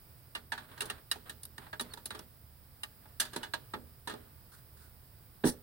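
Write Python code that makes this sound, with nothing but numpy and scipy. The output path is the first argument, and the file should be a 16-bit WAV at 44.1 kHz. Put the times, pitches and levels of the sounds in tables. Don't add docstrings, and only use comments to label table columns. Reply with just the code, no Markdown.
import sys
import numpy as np
from scipy import signal
from scipy.fft import rfft, irfft
from scipy.io import wavfile
from scipy.ndimage import uniform_filter1d

SR = 44100
rng = np.random.default_rng(int(sys.argv[2]) if len(sys.argv) > 2 else 0)


def materialize(psi):
    bounded = np.clip(np.atleast_2d(psi).T, -1, 1)
    quanta = np.round(bounded * 32767).astype(np.int16)
    wavfile.write(sys.argv[1], SR, quanta)


N = 247842
RING_SIZE = 16384
TIME, AGE = np.arange(N) / SR, np.arange(RING_SIZE) / SR

# f/Hz, level/dB
AIR_COLOUR = [(15, -40), (25, -8.5), (97, -2), (134, -3), (175, -12), (317, -18.5), (1650, -25),
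              (2690, -30.5), (4370, -30.5), (5000, -25), (6380, -40.5), (8590, -27), (12500, -26.5),
              (14800, -19.5), (16000, -17)]
# f/Hz, level/dB
ENGINE_PARTIALS = [(74.5, -62.5), (100, -77), (121, -68.5)]
# t/s, ring level/dB, brightness/(dB per octave), body thump/dB,
# nominal t60/s, the small part's share of the ring (0-1), leading mode f/Hz
CLICKS = [(0.35, -41.5, -1, -53, .12, 0.7, 2850), (0.5193, -37.5, -3.5, -54.5, .12, 0.15, 1758),
          (0.577, -45.5, -4, -64.5, .11, 0.15, 1663), (0.777, -54, -2, -58, .083, 0, 1850),
          (0.806, -41.5, 2, -61, 0.049, .6, 2740), (0.817, -45.5, 2.5, -48, 0.091, 0.7, 9470),
          (0.855, -64, 7, -57.5, 0.062, 0.1, 9350), (0.899, -41.5, -0.2, -51.5, 0.074, 0.53, 2793),
          (1.1132, -39, 3.5, -57.5, 0.068, 0.97, 3956), (1.157, -67, 2.5, -54, .07, 0, 760),
          (1.295, -50.5, 3, -57, 0.096, .5, 1800), (1.432, -65.5, 8, -70, .035, 0.4, 8470),
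          (1.452, -67.5, 8, -66, 0.033, 0.7, 11530), (1.58, -51.5, -0.5, -56, 0.031, .5, 1830),
          (1.666, -58.5, -8.5, -71, 0.053, 0.2, 1740), (1.729, -45, -6, -56, 0.087, 0.12, 1650),
          (1.796, -41.5, 0.5, -51.5, 0.066, 0.55, 3875), (1.808, -51, 5.5, -47, 0.073, 0.2, 620),
          (1.936, -53, 2.5, -57, 0.029, 0.43, 3890), (1.973, -54, -2.7, -58.5, 0.09, .15, 938),
          (2.056, -55.5, 6.5, -56.5, 0.063, 0.22, 11100), (2.105, -46, 0, -54, 0.089, 0.75, 3910),
          (2.148, -51.5, -1.5, -51, 0.083, 0.3, 1340), (2.191, -59, 3.5, -53.5, 0.031, 0.3, 5620),
          (2.833, -44.5, 0.9, -63, 0.066, 0.85, 2880), (3.055, -64, -9, -68, 0.045, 0, 920),
          (3.1984, -37.5, 2.5, -53.5, 0.073, 0.04, 10260), (3.203, -41.5, 4.5, -65, 0.053, 0.15, 6000),
          (3.211, -40.5, 2, -56, .14, 0.2, 1700), (3.251, -51, 0.5, -62, 0.18, .15, 1656),
          (3.332, -50, 0, -55, .14, .13, 340), (3.361, -43, 1, -43, 0.066, .18, 370),
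          (3.43, -42.5, -2.5, -56, 0.14, 0.05, 2950), (3.536, -35.5, -3, -49.5, 0.071, 0.11, 4070),
          (3.736, -42, -5, -42.5, 0.091, .54, 1316), (4.073, -42.5, -0.8, -47.5, 0.12, 0.35, 956),
          (4.096, -45, -1.5, -48.5, 0.24, 0.23, 1234), (4.138, -58, 0, -49, 0.046, 0.4, 350)]
BAND_EDGES = [150, 600, 1300, 2300, 5500, 11000, 16000]
STEEL_BALANCE = [-7, 0, -1, -3.5, -7]
# f/Hz, level/dB, t60/s
SMALL_PART_MODES = [(1183, -4, 0.1), (1840, 4, 0.077), (2860, 5, 0.06), (3850, 12, 0.049),
                    (5063, -3, 0.061), (8180, 9, 0.019), (8870, 6, 0.04), (10470, -18, 0.04)]
# f/Hz, level/dB, t60/s
ARM_MODES = [(238.8, -5.5, 0.42), (340.4, -11, 0.22), (422.3, -3.5, 0.3), (620.6, -8, 0.23),
             (759.7, -8, 0.19), (859.4, 4, 0.11), (934, 4.5, 0.11), (1280, -18, .09), (1503, -2, 0.099),
             (1641, 8, 0.073), (1727, -2, 0.16), (3453, 6, 0.1), (3620, 1, 0.048), (4144, 2.5, 0.089),
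             (4670, -6, 0.15), (5906, -14, 0.11), (7600, -13, 0.14), (8500, -14, 0.13),
             (9980, -13.5, 0.074), (9560, -8.5, 0.079), (10320, -25, 0.045)]
# f/Hz, level/dB
CLATTER_COLOUR = [(150, 0.5), (380, 1.5), (560, -2), (950, 0), (1700, 5.5), (2250, -5.5), (3000, 3),
                  (4200, 5), (5600, -10), (7000, -8.5), (9400, -8), (12000, -26), (16000, -30)]
# f/Hz, level/dB, t60/s
BODY_MODES = [(158.4, -5, 0.14), (248.3, -1.5, 0.16), (313, 6, 0.07), (390, 2, 0.065), (436, -8.5, 0.077),
              (768, -9, 0.044), (955, -13, 0.051)]
# t/s, length/s, level/dB
RUBS = [(0.582, .17, -58), (0.686, 0.24, -58), (0.808, 0.24, -51.5), (1.13, 0.063, -54),
        (1.255, 0.077, -54.5), (1.587, 0.14, -54.5), (1.813, 0.22, -58), (2.1, 0.17, -53.5),
        (3, 0.18, -67.5), (3.322, 0.17, -52.5), (4.1, 0.33, -66)]
# f/Hz, level/dB
RUB_COLOUR = [(100, 2), (250, 0), (550, -1.5), (950, 1), (1550, 2), (2400, -8), (3900, -8), (6500, -28),
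              (9500, -8.5), (16000, -63.5)]
# t/s, length/s, f/Hz, level/dB
SQUEAKS = [(1.902, 0.039, 4360, -54.5)]
# t/s, length/s, level/dB
BRUSHES = [(4.517, 0.11, -60), (4.765, 0.16, -61)]
# f/Hz, level/dB
BRUSH_COLOUR = [(500, -18), (1500, 12), (2400, -11), (4000, 1), (6500, -6), (9500, 3.5), (15000, -16)]
# t/s, thud level/dB, clack level/dB
SEATING_BLOWS = [(5.4383, -37, -36), (5.4431, -22, -51), (5.4545, -34.5, -51), (5.465, -30.5, -42),
                 (5.479, -36, -47)]
# f/Hz, level/dB
SCRAPE_COLOUR = [(300, 14), (1200, -32), (1800, 4.5), (2900, -19), (4100, 2.5), (5200, 1), (6100, -5),
                 (6900, -6), (7800, 0), (9600, 5), (11500, -2), (16000, -1.5)]
# f/Hz, level/dB, t60/s
SLIDE_MODES = [(1830, -11, 0.026), (3420, -7, 0.015), (4190, -3, 0.017), (5460, -2.5, 0.018),
               (5960, -3, 0.037), (7630, -3, 0.024), (9000, -0.5, 0.027), (9500, -3, 0.023),
               (9650, -2, 0.048), (10830, -3, .02), (11650, -9, 0.029)]
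# f/Hz, left minus right level/dB
LEAN = [(60, -4.5), (300, -4.5), (1200, -4), (2500, -3.0), (5000, -5.0), (8500, 1), (14000, -5)]


def undb(db):
    return 10 ** (np.asarray(db) / 20)


def unit(x):
    return x / np.sqrt(np.mean(x ** 2))


def unit_hit(x):
    return x / np.sqrt(np.mean(x ** 2) * x.shape[-1] / SR / .03)


def attack(rise_s):
    return 1 - np.exp(-AGE / rise_s)


def fade(t60):
    return np.exp(-np.log(1000) * AGE / t60)


def add(out, s, x):
    start = int(s * SR)
    out[:, start:start + x.shape[-1]] += x[:, :N - start]


def walk(rate_hz):
    hold = int(SR / rate_hz)
    steps = np.repeat(rng.standard_normal(N // hold + 1), hold)
    return 1.3 * uniform_filter1d(uniform_filter1d(steps, hold), hold)[:N]


def colour(x, points):
    hz, db = np.transpose(points)
    f = np.maximum(np.fft.rfftfreq(x.shape[-1], 1 / SR), 1)
    return irfft(rfft(x) * undb(np.interp(np.log(f), np.log(hz), db)), x.shape[-1])


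def width(hz):
    return 0.73 * hz / np.hypot(hz, 1100) + 0.23


def noise(size):
    mid, side = rfft(rng.standard_normal((2, size)))
    spread = width(np.fft.rfftfreq(size, 1 / SR))
    return irfft(np.array([mid + spread * side, mid - spread * side]) / np.hypot(1, spread), size)


def open_air(level_db=-54.5):
    return unit(colour(noise(N), AIR_COLOUR)) * undb(level_db + .5 * walk(3.4))


def engine(waver_db=4):
    drift = 1 + 0.02214 * walk(7.6)
    return sum(undb(db + waver_db * walk(7.03)) * np.sin(2 * np.pi * np.cumsum(hz * drift) / SR)
               for hz, db in ENGINE_PARTIALS)


def ring(modes, t60_scale=1, scatter_db=3, detune=0.0049):
    out = np.zeros((2, RING_SIZE))
    for hz, db, t60 in modes:
        tuning, phase, side, weight = rng.standard_normal(4)
        wave = np.exp(2j * np.pi * hz * (1 + detune * tuning) * AGE) * fade(t60 * t60_scale)
        stereo_phase = np.pi * phase + 1.26 * width(hz) * side * np.array([[1], [-1]])
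        out += undb(db + scatter_db * weight) * (np.exp(1j * stereo_phase) * wave).imag
    return unit_hit(out)


def clack(t60, part_share, rise_s, free_t60=0.087):
    t60_scale = np.sqrt(t60 / free_t60)
    small_part = undb(3) * ring(SMALL_PART_MODES, t60_scale, scatter_db=2, detune=0.0012)
    arm = ring(ARM_MODES, t60_scale)
    crack, tail = undb(2) * fade(0.0026), undb(-25) * fade(0.53)
    clatter = unit_hit(colour(noise(RING_SIZE), CLATTER_COLOUR) * (crack + fade(t60) + tail))
    return (clatter + np.sqrt(part_share) * small_part + np.sqrt(1 - part_share) * arm) * attack(rise_s)


def boom(t60):
    band = signal.butter(3, [150, 520], "band", fs=SR, output="sos")
    return unit_hit(signal.sosfilt(band, noise(RING_SIZE) * fade(t60)))


def clicks(rise_s=0.00094, pivot_hz=1730, treble_t60=0.33):
    out = np.zeros((2, N))
    filters = [signal.butter(3, edges, "band", fs=SR, output="sos")
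               for edges in zip(BAND_EDGES, BAND_EDGES[1:])]
    octaves = np.log2(np.sqrt(np.multiply(BAND_EDGES[:-1], BAND_EDGES[1:])) / pivot_hz)
    for s, db, brightness, thump_db, t60, part_share, lead_hz in CLICKS:
        steel = undb(db + np.array(STEEL_BALANCE) + brightness * octaves[1:])
        low_mids = np.hypot(steel[0], undb(thump_db - 1))
        gains = [undb(thump_db), low_mids, *steel[1:]]
        blow = clack(t60, part_share, rise_s)
        bands = [unit_hit(signal.sosfilt(sos, blow) * fade(treble_t60 * (BAND_EDGES[-1] / hz) ** 2))
                 for sos, hz in zip(filters, BAND_EDGES[1:])]
        hollow = ring(BODY_MODES) * attack(0.013)
        bands[0] = unit_hit(bands[0] + undb(-4) * boom(t60=0.36) + undb(-2) * hollow)
        lead = unit_hit(ring([(lead_hz, 0, t60)], t60_scale=0.61, detune=0.0015) * attack(rise_s))
        lead_gain = undb(-5 + 5 * part_share) * np.interp(np.log2(lead_hz / pivot_hz), octaves, gains)
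        add(out, s, lead_gain * lead + sum(gain * band for gain, band in zip(gains, bands)))
    return out


def stroke(start, length, skew=0.47):
    progress = np.clip((TIME - start) / length, 0, 1)
    return np.sin(np.pi * progress ** skew)


def rubbing(grain_db=2):
    grains = undb(grain_db * walk(150))
    friction = unit(colour(noise(N) * grains, RUB_COLOUR))
    return friction * sum(undb(db) * stroke(s, length) for s, length, db in RUBS)


def squeak():
    out = np.zeros((2, N))
    for s, length, hz, db in SQUEAKS:
        swell = np.sin(np.pi * np.minimum(AGE / length, 1))
        pitch_hz = hz * (1 + 0.0074 * walk(300)[:RING_SIZE])
        tone = np.sin(2 * np.pi * np.cumsum(pitch_hz) / SR)
        add(out, s, undb(db) * swell * tone * np.ones((2, 1)))
    return out


def gloves(grain_db=3):
    cloth = unit(colour(noise(N) * undb(grain_db * walk(200)), BRUSH_COLOUR))
    return cloth * sum(undb(db) * stroke(s, length) for s, length, db in BRUSHES)


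def knock(left_lag_s=0.0002, dull_hz=2000, low_cut_hz=110):
    out = np.zeros((2, N))
    age = np.maximum(AGE - np.array([[left_lag_s], [0]]), 0)
    body = sum(-undb(db) * np.sin(2 * np.pi * hz * age) * fade(t60) for hz, db, t60 in BODY_MODES)
    low_cut = signal.butter(2, low_cut_hz, "high", fs=SR, output="sos")
    thud = signal.sosfilt(low_cut, unit_hit(body * attack(0.003)))
    dull = signal.butter(2, dull_hz, fs=SR, output="sos")
    for s, thud_db, clack_db in SEATING_BLOWS:
        steel = unit_hit(signal.sosfilt(dull, clack(t60=0.11, part_share=.3, rise_s=0.00084)))
        add(out, s, undb(thud_db) * (thud + undb(-14) * boom(t60=0.29)) + undb(clack_db) * steel)
    return out


def scrape(start_s=5.437, attack_s=0.024, hold_s=0.029, t60=0.12, gain_db=-33.5):
    slips = noise(N) * undb(2.5 * walk(900))
    grit = unit(colour(slips, SCRAPE_COLOUR))
    resonance = ring(SLIDE_MODES, t60_scale=0.96, scatter_db=-1.5, detune=0.00091)
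    sing = unit(signal.fftconvolve(slips, resonance, axes=1)[:, :N])
    age = TIME - start_s
    speed = np.clip(age / attack_s, 0, 1)
    release = np.exp(-np.log(1000) * np.maximum(age - attack_s - hold_s, 0) / t60)
    return (undb(-1) * grit + undb(-3) * sing) * undb(gain_db) * speed ** 2 * release


def scene():
    return clicks() + rubbing() + squeak() + knock() + scrape() + open_air() + engine() + gloves()


def record(dry, top_hz=15900):
    left = colour(dry[0], [(hz, db / 2) for hz, db in LEAN])
    right = colour(dry[1], [(hz, -db / 2) for hz, db in LEAN])
    high_cut = signal.ellip(10, .2, 80, top_hz, fs=SR, output="sos")
    return signal.sosfilt(high_cut, undb(-.5) * np.array([left, right]))


dry = scene()
out = record(dry)
materialize(out)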